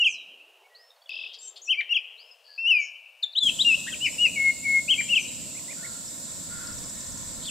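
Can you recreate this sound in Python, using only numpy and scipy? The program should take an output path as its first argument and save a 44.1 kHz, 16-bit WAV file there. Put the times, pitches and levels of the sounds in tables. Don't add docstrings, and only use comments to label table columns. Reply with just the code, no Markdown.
import sys
import numpy as np
from scipy import signal
from scipy.io import wavfile
from scipy.ndimage import uniform_filter1d

SR = 44100
rng = np.random.default_rng(int(sys.argv[2]) if len(sys.argv) > 2 else 0)


def int16_out(signal):
    q = np.round(np.clip(np.atleast_2d(signal).T, -1, 1) * 32767)
    wavfile.write(sys.argv[1], SR, q.astype(np.int16))


N = 330750

SPLICE_S, MEADOW_START_S = 1.0935, 3.43
SPLICE_CLICK_DB = -33
LEFT_MINUS_RIGHT_DB = 4.4
BAND_EDGE_HZ = 15680

# frequency in Hz, relative density in dB per Hz.
GROVE_SPECTRUM = [(290, -33), (500, -10.5), (686, -9), (759, -12.5), (1580, -19.5), (2330, -20.5),
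                  (2970, -19.5), (5680, -25), (15500, -30.5)]
GROVE_AIR_DB = -64.5
# time in s, level in dB.
GROVE_MURMUR = [(0.0, -77), (0.66, -74), (3.4, -78.5)]
# time in s, cut in Hz.
GROVE_LOW_CUT = [(0, 136.6), (.3, 200), (.55, 364), (.9, 454), (1.09, 522), (1.1, 356), (1.8, 363),
                 (2.8, 492), (7.5, 483)]
# frequency in Hz, time to fall 60 dB in s.
GROVE_DECAY = [(1500, 0.94), (2200, 1.01), (2800, 1.084), (3300, 1.16), (3800, 1.23), (6000, 0.43),
               (12000, 0.33)]
ECHO_PATCHY_DB = 3

# frequency in Hz, relative density in dB per Hz.
MEADOW_SPECTRUM = [(20, -22), (60, -6), (200, 1), (600, -8.5), (1400, -20.5), (2400, -19.5), (3250, -15.5),
                   (3500, -7.5), (6500, -5.5), (9000, -8.5), (11000, -13), (14000, -14), (15600, -20)]
# frequency in Hz, left-right correlation from -1 to 1.
MEADOW_LIKENESS = [(60, 0.81), (130, 0.022), (290, 0.874), (640, 0.64), (1410, 0.53), (3100, 0.45),
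                   (6820, 0.33), (15000, -0.32)]
# frequency in Hz, left minus right in dB.
MEADOW_LEAN = [(60, 4.5), (180, -4.5), (550, -3.5), (1650, 0.5), (4970, -1.0), (15000, 0)]
# time in s, mid offset in dB, rumble offset in dB.
MEADOW_SWELL = [(3.45, 0.5, 2), (4.3, -1.5, 9), (5.3, -0.5, 1), (6.2, 6.5, 4), (6.8, 9.5, 15.5),
                (7.5, 10, 17)]
# frequency in Hz, relative density in dB per Hz.
INSECT_SPECTRUM = [(6750, -16), (7050, -3.5), (7350, -1.5), (8100, -4.5), (8400, -10), (8900, -46.5)]
MEADOW_DB, INSECTS_DB = -41.5, -38.5

# start in s, end in s, pitch in Hz, level in dB.
CAWS = [(5.736, 6.007, 283.4, -55.5), (6.472, 6.753, 283, -49.5)]
# multiple of the pitch, relative level in dB.
CAW_THROAT = [(4, -11), (5, 6), (6, -6), (7, -7.5)]
# multiple of the pitch, relative level in dB.
NASAL_THROAT = [(5, -2), (6, 0.5), (7, -5), (8, -6), (9, -7), (10, -5), (11, -7), (13, -2), (14, -7.5),
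                (17, -15), (18, -15)]
# start in s, length in s, reference pitch in Hz, level in dB.
RIGHT_CALLS = [(5.417, .05, 2479, -62), (5.545, 0.056, 2610, -51.5), (5.678, 0.058, 2530, -47),
               (5.825, .047, 2274, -45)]
# share of the length, share of the reference pitch, level offset in dB.
HOOK = [(0, .77, -3), (.36, .82, 0.5), (.6, 0.97, 2.5), (.7, .98, 0.5), (1, 0.648, 0)]
# start in s, length in s, first pitch in Hz, turn as a share of the
# length, turning pitch in Hz, last pitch in Hz, peak as a share of the length, peak level in dB.
MIDDLE_NOTES = [(6.07, 0.0226, 6650, 0.91, 4950, 4900, .64, -42.5),
                (7.422, 0.024, 2990, 0.089, 3080, 5400, .7, -45),
                (7.441, 0.011, 3000, .1, 3100, 5300, 0.68, -41),
                (7.451, .013, 2900, 0.086, 3040, 5400, 0.89, -36.5),
                (7.461, 0.046, 3100, 0.15, 3620, 2140, 0.56, -35.5)]
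TRILL_LEVELS = [-48, -39, -43.5, -42.5, -42, -43, -44, -41, -41.5, -42, -40.5, -47]
TRILL_START_S, CHIPS_PER_S = 6.619, 17.82
TRILL_FIRST_HZ, TRILL_CLIMB_HZ_PER_S = 4778, 2300

# start in s, length in s, first pitch in Hz, turn as a share of the length,
# turning pitch in Hz, last pitch in Hz, peak as a share of the length, peak level in dB.
FAR_NOTES = [ (0.06, 0.036, 5950, .4, 6800, 6420, 1, -48), (0.09, .065, 6260, 0.47, 6150, 4700, 0.4, -41.5),
             (0.145, 0.1, 4200, 0.62, 3860, 3740, .3, -53.5),
             (0.637, 0.038, 2150, 0.63, 2250, 2260, 0.5, -61.5),
             (0.697, 0.072, 1930, .6, 1945, 1872, 1, -61.5),
             (0.745, 0.033, 3760, 0.75, 4630, 4660, 0.4, -51),
             (0.768, 0.16, 4660, 0.5, 5340, 5295, 0.3, -60.5),
             (0.79, 0.067, 1946, .9, 1850, 1840, 0.1, -62),
             (0.904, 0.0057, 3650, .52, 3710, 3670, .52, -49.5),
             (0.961, .01, 4630, .1, 4460, 4170, .45, -62),
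             (1.016, 0.0096, 3400, 0.11, 3350, 3490, .45, -57),
             (1.019, 0.014, 4400, .52, 4550, 4330, .48, -58),
             (1.058, 0.0095, 3320, .8, 3440, 3440, .55, -50), (1.068, 0.014, 2920, .8, 2940, 2920, .4, -57),
             (1.082, 0.016, 4480, .9, 4530, 4560, .85, -56),
             (1.384, 0.013, 5400, 0.84, 4400, 4300, 0.2, -48),
             (1.385, 0.12, 7100, 0.4, 7620, 7330, 1, -43.5), (1.479, .016, 7350, 0.2, 7380, 6010, .2, -42),
             (1.575, .012, 5960, .7, 7536, 7400, .67, -53.5),
             (1.615, 0.039, 5860, 0.5, 7000, 5900, 0, -44.5), (1.645, .045, 5990, .9, 5670, 5620, .8, -45),
             (2.172, 0.055, 3590, .95, 5018, 4930, .65, -51.5),
             (2.221, .13, 5100, 0.7, 5212, 5014, 0.41, -64.5),
             (2.31, 0.019, 5170, 0.46, 5130, 4950, 0.05, -48),
             (2.481, 0.13, 1720, 0.09, 1700, 1587, 0.05, -62.5),
             (2.853, 0.066, 1700, .6, 1720, 1660, .15, -69.5),
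             (3.22, 0.065, 1694, 0.7, 1736, 1740, 0.3, -66),
             (4.962, .135, 7430, .3, 7510, 7040, 0.5, -36.5),
             (4.105, 0.078, 5230, 0.63, 5400, 4900, 0.39, -49),
             (5.196, 0.057, 6284, 0.47, 6150, 4700, 0, -40), (5.275, .03, 4070, .8, 3900, 4000, .4, -46.5),
             (5.32, .04, 3880, 0.53, 3750, 3870, .35, -53.5), ]
# start in s, end in s, centre in Hz, width in Hz, pulses per second,
# noisiness from 0 to 1, level before the swell in dB.
BUZZES = [(0.0, 0.03, 7160, 396, 200, 0.7, -52), (0.045, 0.154, 6880, 2500, 180, 0.7, -49.5),
          (1.094, 1.367, 3220, 920, 41.4, 0.8, -44.5), (1.09, 1.306, 4960, 563, 99, 0.96, -52),
          (1.331, 1.362, 4130, 2200, 200, 1, -43.5), (0.593, 0.709, 850, 400, 57.4, 0.85, -64),
          (1.094, 1.324, 4070, 694, 100, .95, -65), (3.865, 3.893, 3300, 1213, 220, .8, -43),
          (1.41, 1.503, 6200, 700, 170, 0.8, -54), (1.423, 1.485, 8400, 900, 160, 1, -58),
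          (1.558, 1.584, 3810, 1810, 227, 1, -44.5), (1.561, 1.583, 8800, 1200, 210, .9, -63),
          (1.628, 1.695, 7080, 913, 170, 0.9, -52), (2.437, 2.625, 4580, 494, 83, 1, -53),
          (2.785, 2.88, 6580, 500, 167, 0.71, -49.5), (2.79, 2.897, 5500, 800, 130, 0.45, -51.5)]
CHATTER_PER_S, CHATTER_HZ, CHATTER_PITCH_SPREAD = 41.4, 2590, 0.016
CHATTER_DB, CHATTER_FADE_DB = -29.5, -2

# start in s, length in s, first pitch in Hz, turn as a share of the length,
# turning pitch in Hz, last pitch in Hz, bend (power of the glide, 1 is straight), peak as a share of the
# length, peak level in dB, overtone offset in dB.
SONG_NOTES = [ (-0.016, 0.0629, 2596, 0.35, 2928, 2577, 1.3, 0.67, -18.5, -3),
              (0.036, 0.054, 2875, 0.24, 3303, 2280, .7, 0.57, -17, 1),
              (1.769, 0.047, 2274, 0.61, 2365, 1590, 1.55, 0.66, -23.5, -5),
              (1.889, 0.0512, 2646, .52, 2900, 2600, 1.4, 0.84, -20.5, -0.5),
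              (1.934, 0.048, 2910, 0.28, 3350, 2284, 1.18, 0.74, -19, -1.5),
              (3.224, 0.028, 5220, 0.8, 3510, 3520, 3.3, 0.63, -21.5, -7),
              (3.323, 0.022, 4800, 0.53, 4080, 3400, 0.96, 1, -41, -10),
              (3.35, .046, 2760, 0.8, 3990, 3910, 1.33, 0.88, -19.5, 1),
              (3.585, 0.0471, 2720, 0.77, 4003, 3930, 1.19, 0.62, -18.5, -10.5),
              (3.863, 0.033, 1339, 0.78, 1913, 1860, 2.1, 0.9, -33, -10.5),
              (3.918, 0.0272, 1780, 0.36, 1520, 1536, 1.38, .52, -46.5, -10.5),
              (3.913, 0.038, 3220, 0.29, 3225, 2010, 1.95, 0.83, -31.5, -10.5),
              (4.004, 0.087, 2675, 0.44, 3006, 1875, 1.84, 0.58, -23, -3),
              (4.179, 0.1, 2700, .45, 2896, 2340, 2.4, 0.76, -16.5, -10.5),
              (4.877, 0.073, 2324, 0.5, 3270, 2440, 1.11, 0.49, -17.5, -5),
              (4.973, 0.043, 2110, 0.56, 2385, 1460, 2.1, 0.57, -22.5, -1),
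              (5.085, 0.066, 2590, 0.41, 2913, 2584, 1.3, 0.85, -18, -9),
              (5.146, 0.047, 2870, 0.18, 3295, 2197, 0.88, 0.5, -16.5, -1), ]
# start in s, length
# in s, first pitch in Hz, turn share, turning pitch in Hz, last pitch in Hz, bend, peak share, peak in dB,
# overtone offset in dB.
SECOND_VOICE_NOTES = [ (1.806, 0.0156, 4770, 0.46, 3000, 1698, 0.91, 1, -30.5, -8.5),
                      (3.478, 0.015, 2650, 0.56, 2350, 2040, 0.55, .2, -36, -10.5),
                      (4.042, .038, 2380, 0.244, 2496, 1795, 1.723, 0.49, -25, -8),
                      (4.25, .022, 2240, .1, 2250, 1910, 1.2, 0.33, -34.5, -8)]
# overtone offset in dB, then points of time in s, pitch in Hz, level in dB.
WARBLES = [ (2, [(1.672, 2520, -47), (1.69, 2646, -27.5), (1.708, 3176, -19), (1.718, 3023, -20.5),
           (1.732, 2590, -23), (1.756, 2010, -47)]), (2, [(2.576, 2460, -39), (2.59, 2682, -28),
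           (2.63, 2715, -30.5), (2.66, 2700, -22.5), (2.694, 3050, -21), (2.716, 2705, -16.5),
           (2.742, 2514, -20.5), (2.804, 2311, -25), (2.85, 2194, -40.5)]), (8.5, [(3.402, 3590, -33),
           (3.436, 3426, -18), (3.45, 3311, -27.5), (3.466, 3267, -16.5), (3.49, 3000, -22),
           (3.498, 2665, -20), (3.504, 2440, -37)]), (1, [(3.642, 2890, -51), (3.65, 2794, -22),
           (3.67, 2828, -16.5), (3.686, 2800, -17.5), (3.726, 2544, -21), (3.748, 2710, -18),
           (3.756, 2950, -31), (3.762, 2780, -52.5)]), ]
# start in s, length in s, peak level in dB.
HELD_NOTES = [(4.354, 0.157, -20.5), (4.639, 0.16, -20.5)]
# the partial's frequency in Hz, level in dB.
WINDPIPE = [(6000, -54.5), (7500, -59), (8500, -41), (10000, -41.5), (11000, -42), (13000, -54.5),
            (16000, -52.5)]
# the partial's frequency in Hz, level in dB.
SECOND_PARTIAL = [(3000, -23), (4400, -38), (4800, -25.5), (5400, -31), (6200, -34), (7200, -24.5),
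                  (8200, -34)]
SECOND_PARTIAL_FOLLOWS = 0.32
SUM_TONE_DB = 13.5
WAVER_DB, WAVER_PITCH = .9, .0012
# dB under the peak at the start, power of the rise, dB under at the end, power of the fall
NEAR_SWELL, FAR_SWELL, HELD_SWELL = (16, 1.8, 14.4, 2.12), (9.7, 2.5, 8.6, 1.27), (20, 3, 7.1, 8.8)


def gain_of(db):
    return 10 ** (np.asarray(db) / 20)


def unit_rms(x):
    return x / np.sqrt(np.mean(x ** 2) + 1e-20)


def read(points, hz):
    f, value = np.transpose(points)
    return np.interp(np.log(hz + 1), np.log(f + 1), value)


def add(mix, start_s, sound):
    at = round(start_s * SR)
    sound = sound[max(-at, 0):]
    part = mix[max(at, 0):][:len(sound)]
    part += sound[:len(part)]


def noise(shape_db, likeness, patchy_db, size=1024):
    hop = size // 4
    frames, hz = N // hop + 5, np.fft.rfftfreq(size, 1 / SR)[:, None]
    a, b, c, d, patches = rng.standard_normal((frames, len(hz), 5)).T
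    patches = uniform_filter1d(patches, 12, axis=0)
    patches = unit_rms(uniform_filter1d(patches, 14, axis=1))
    same = np.clip(likeness(hz), -1, 1)
    left, other = a + 1j * b, c + 1j * d
    spectra = np.array([left, same * left + np.sqrt(1 - same ** 2) * other])
    level_db = shape_db(hz, np.arange(frames) * hop / SR) + patchy_db * patches
    sound = signal.istft(spectra * gain_of(level_db), nperseg=size, noverlap=size - hop)[1]
    return unit_rms(sound[:, :N])


def grove_air():
    def shape_db(hz, t):
        s, db = np.transpose(GROVE_MURMUR)
        murmur_db = (np.interp(t, s, db) - db.mean()) / (1 + (hz / 1500) ** 2)
        under_hz = np.interp(t, *np.transpose(GROVE_LOW_CUT)) - hz
        cut_db = np.clip(under_hz * 3.2, 0, 60)
        return read(GROVE_SPECTRUM, np.maximum(hz, 520)) + murmur_db - cut_db
    return gain_of(GROVE_AIR_DB) * noise(shape_db, np.ones_like, patchy_db=0.5)[0]


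def meadow_wash():
    def shape_db(hz, t):
        bounce = .95 * np.exp(-hz / 3000 - 2j * np.pi * hz * .0025)
        comb_db = 20 * np.log10(abs(1 - bounce) + .01)
        s, mid_db, deep_db = np.transpose(MEADOW_SWELL)
        mid = np.exp(-(np.log((hz + 1) / 1500) / .5) ** 2)
        deep = 1 / (1 + (hz / 90) ** 4)
        swell_db = mid * np.interp(t, s, mid_db) + deep * np.interp(t, s, deep_db)
        lean_db = read(MEADOW_LEAN, hz) / 2
        return read(MEADOW_SPECTRUM, hz) + comb_db + swell_db + np.array([lean_db, -lean_db])
    return gain_of(MEADOW_DB) * noise(shape_db, lambda hz: read(MEADOW_LIKENESS, hz), patchy_db=1.18)


def insects():
    def shape_db(hz, t):
        return read(INSECT_SPECTRUM, hz) - 60 * ((hz < 6700) | (hz > 8900))
    band = noise(shape_db, lambda hz: 0.11 + 0 * hz, patchy_db=0.5, size=256)
    return gain_of(INSECTS_DB) * gain_of([[-.8], [.8]]) * band


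def meadow():
    switch = np.clip((np.arange(N) / SR - MEADOW_START_S) / 0.00087, 0, 1)
    return switch * (meadow_wash() + insects())


def echoes(x):
    taps = np.zeros(SR)
    at = np.arange(400, SR - 20, 20)
    taps[at + rng.integers(0, 20, len(at))] = rng.choice([-1., 1.], len(at))
    hz, t, bands = signal.stft(taps, SR, nperseg=256)
    early = 1 + gain_of(18.0) * np.exp(-t / 0.016)
    clumps = uniform_filter1d(rng.standard_normal(bands.shape), size=2, axis=0)
    clumps = unit_rms(uniform_filter1d(clumps, size=8))
    decay = gain_of(-60 * t / read(GROVE_DECAY, hz)[:, None])
    bands = bands * gain_of(ECHO_PATCHY_DB * clumps) * early * decay
    tail = signal.istft(bands, SR, nperseg=256)[1]
    return signal.fftconvolve(x, tail / np.linalg.norm(tail))[:N]


def glide(start, length, first_hz, turn, turn_hz, last_hz, bend, peak, peak_db, swell):
    u = np.linspace(0, 1, num=60)
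    rise_db, rise, fall_db, fall = swell
    turn, peak = np.clip([turn, peak], .02, .98)
    before, after = np.maximum(1 - u / turn, 0), np.maximum((u - turn) / (1 - turn), 0)
    hz = turn_hz + (first_hz - turn_hz) * before ** bend + (last_hz - turn_hz) * after ** bend
    rising, falling = np.maximum(1 - u / peak, 0), np.maximum((u - peak) / (1 - peak), 0)
    under_db = rise_db * rising ** rise + fall_db * falling ** fall
    return np.transpose([start + u * length, hz, peak_db - under_db])


def unsteady(hz, db):
    slow = uniform_filter1d(rng.standard_normal((2, len(hz))), 400)
    pitch_waver, level_waver = [unit_rms(uniform_filter1d(v, 400)) for v in slow]
    return hz * (1 + WAVER_PITCH * pitch_waver), db + WAVER_DB * level_waver


def voiced(turn, hz, db, rich_db, t):
    tone = np.sin(turn)
    growth_db = .7 * (db - db.max())
    for k in range(2, 7):
        flutter_db = 3 * unit_rms(uniform_filter1d(rng.standard_normal(len(t)), 250))
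        if k == 2:
            partial_db = read(SECOND_PARTIAL, k * hz) + SECOND_PARTIAL_FOLLOWS * rich_db
        else:
            partial_db = read(WINDPIPE, k * hz) + rich_db + growth_db
        audible = k * hz < SR / 2
        tone = tone + gain_of(partial_db + flutter_db) * np.sin(k * turn) * audible
    rasp = .45 * np.clip((2080 - hz) / 200, 0, 1)
    return tone * (1 + rasp * np.sin(2 * np.pi * (230 * t + rng.random())))


def whistle(points, rich_db=None):
    s, hz, db = np.transpose(points)
    t = np.arange(s[0], s[-1], 1 / SR)
    hz = uniform_filter1d(np.interp(t, s, hz), 90)
    db = uniform_filter1d(np.interp(t, s, db), 90)
    if rich_db is not None:
        hz, db = unsteady(hz, db)
    turn = 2 * np.pi * np.cumsum(hz) / SR
    tone = np.sin(turn) if rich_db is None else voiced(turn, hz, db, rich_db, t)
    fade_s = min(.006, len(t) / SR / 4)
    fade = np.minimum(1, np.minimum(t - s[0], s[-1] - t) / fade_s)
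    return s[0], np.sqrt(2) * gain_of(db) * tone * np.sin(np.pi / 2 * fade) ** 2


def far_note(start, length, first_hz, turn, turn_hz, last_hz, peak, peak_db):
    return whistle(glide(start, length, first_hz, turn, turn_hz, last_hz, 1.5, peak, peak_db, FAR_SWELL))


def caw(start, end, hz, db, throat, shaky, scoop):
    t = np.arange(0, end - start, 1 / SR)
    shake = unit_rms(uniform_filter1d(rng.standard_normal(len(t)), 300))
    pitch_hz = hz * (1 + shaky * shake - scoop * np.exp(-t / 0.031))
    turn = 2 * np.pi * np.cumsum(pitch_hz) / SR
    tone = sum(gain_of(level_db) * np.sin(k * turn + k * k) for k, level_db in throat)
    return start, gain_of(db) * unit_rms(tone) * signal.windows.tukey(len(t), .4)


def chip(s, hz, db):
    return whistle([(s - .007, hz * 1.2, db + 1), (s, hz, db), (s + 0.0068, hz * 0.87, db - 9)])


def trill():
    out = np.zeros(N)
    for k, db in enumerate(TRILL_LEVELS):
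        since_s = k / CHIPS_PER_S
        add(out, *chip(TRILL_START_S + since_s, TRILL_FIRST_HZ + TRILL_CLIMB_HZ_PER_S * since_s, db))
    return out


def meadow_birds():
    left, right, middle = np.zeros(N), np.zeros(N), trill()
    for row in CAWS:
        add(left, *caw(*row, CAW_THROAT, shaky=0.043, scoop=0.0786))
    for row in MIDDLE_NOTES:
        add(middle, *far_note(*row))
    for start, length, reference_hz, db in RIGHT_CALLS:
        add(right, *whistle(np.multiply(HOOK, [length, reference_hz, 1]) + [start, 0, db]))
    direct = gain_of([[3], [-6]]) * left + gain_of([[.6], [-.6]]) * middle + gain_of([[-7], [4]]) * right
    send = gain_of(-0.5) * left + gain_of(-7.5) * (middle + right)
    return direct + np.array([echoes(send), echoes(send)])


def buzz(start, end, hz, width, rate, noisy, db):
    t = np.arange(0, end - start, 1 / SR)
    throb = .5 - .5 * np.cos(2 * np.pi * rate * t)
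    sweep_hz = hz + width * (rate * t % 1 - .5)
    tone = unit_rms(np.sin(2 * np.pi * np.cumsum(sweep_hz) / SR) * throb)
    band = signal.butter(3, [hz - width / 2, hz + width / 2], "band", fs=SR)
    breath = unit_rms(signal.lfilter(*band, rng.standard_normal(len(t)) * (.3 + throb)))
    swell = np.sin(np.pi * t / (end - start)) ** .7
    if start == 0 or abs(start - SPLICE_S) < .01:
        swell = np.where(t < (end - start) / 2, 1, swell)
    return start, gain_of(db) * (np.sqrt(1 - noisy) * tone + np.sqrt(noisy) * breath) * swell


def far_birds():
    out = np.zeros(N)
    nasal = (1.4, 1.497, 620, -55)
    add(out, *caw(*nasal, NASAL_THROAT, shaky=0.0052, scoop=0.0205))
    for row in FAR_NOTES:
        add(out, *far_note(*row))
    for row in BUZZES:
        add(out, *buzz(*row))
    return out


def pulse(s, db, hz):
    t = np.arange(-.002, .014, 1 / SR)
    turn = 2 * np.pi * np.cumsum(hz * (1 + .08 * np.exp(-t / .003))) / SR
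    shape = np.sin(np.pi * ((t - t[0]) / .016) ** .75) ** 2
    return s + t[0], gain_of(db) * shape * np.sin(turn) * (s + t >= SPLICE_S)


def chatter(count):
    out = np.zeros(N)
    for k, off in enumerate(rng.standard_normal(count)):
        db = CHATTER_DB + CHATTER_FADE_DB * (k / (count - 1)) ** 4
        hz = CHATTER_HZ * (1 + CHATTER_PITCH_SPREAD * off)
        add(out, *pulse(SPLICE_S - .002 + k / CHATTER_PER_S, db, hz))
    return out


def singer():
    first, second = np.zeros((2, N))
    for voice, notes in (first, SONG_NOTES), (second, SECOND_VOICE_NOTES):
        for *shape, rich_db in notes:
            add(voice, *whistle(glide(*shape, NEAR_SWELL), rich_db))
    for rich_db, points in WARBLES:
        add(first, *whistle(points, rich_db))
    for start, length, db in HELD_NOTES:
        held = glide(start, length, first_hz=2340, turn=0.26, turn_hz=2182, last_hz=2140,
                     bend=2.33, peak=0.46, peak_db=db, swell=HELD_SWELL)
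        add(first, *whistle(held, rich_db=4.5))
    high = signal.butter(4, 3500, "high", fs=SR)
    sum_tone = signal.lfilter(*high, first * second)
    return first + second + gain_of(SUM_TONE_DB) * sum_tone


def grove_birds():
    near, rattle, far = singer(), chatter(count=8), far_birds()
    send = gain_of(-13) * rattle + gain_of(-11.0) * near + gain_of(-6.0) * far
    return near + rattle + far + echoes(send)


def scene():
    half_db = LEFT_MINUS_RIGHT_DB / 2 * (np.arange(N) >= SPLICE_S * SR)
    place = gain_of([half_db, -half_db])
    grove = grove_birds() + grove_air()
    click = np.exp(-np.arange(40) / 3.2)
    add(grove, SPLICE_S, gain_of(SPLICE_CLICK_DB) * click)
    return 2 * place / place.sum(0) * grove + meadow() + meadow_birds()


def record(dry):
    low_pass = signal.firwin(1023, BAND_EDGE_HZ, window=("kaiser", 10), fs=SR)
    return signal.oaconvolve(dry, low_pass[None], "same")


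dry = scene()
out = record(dry)
int16_out(out)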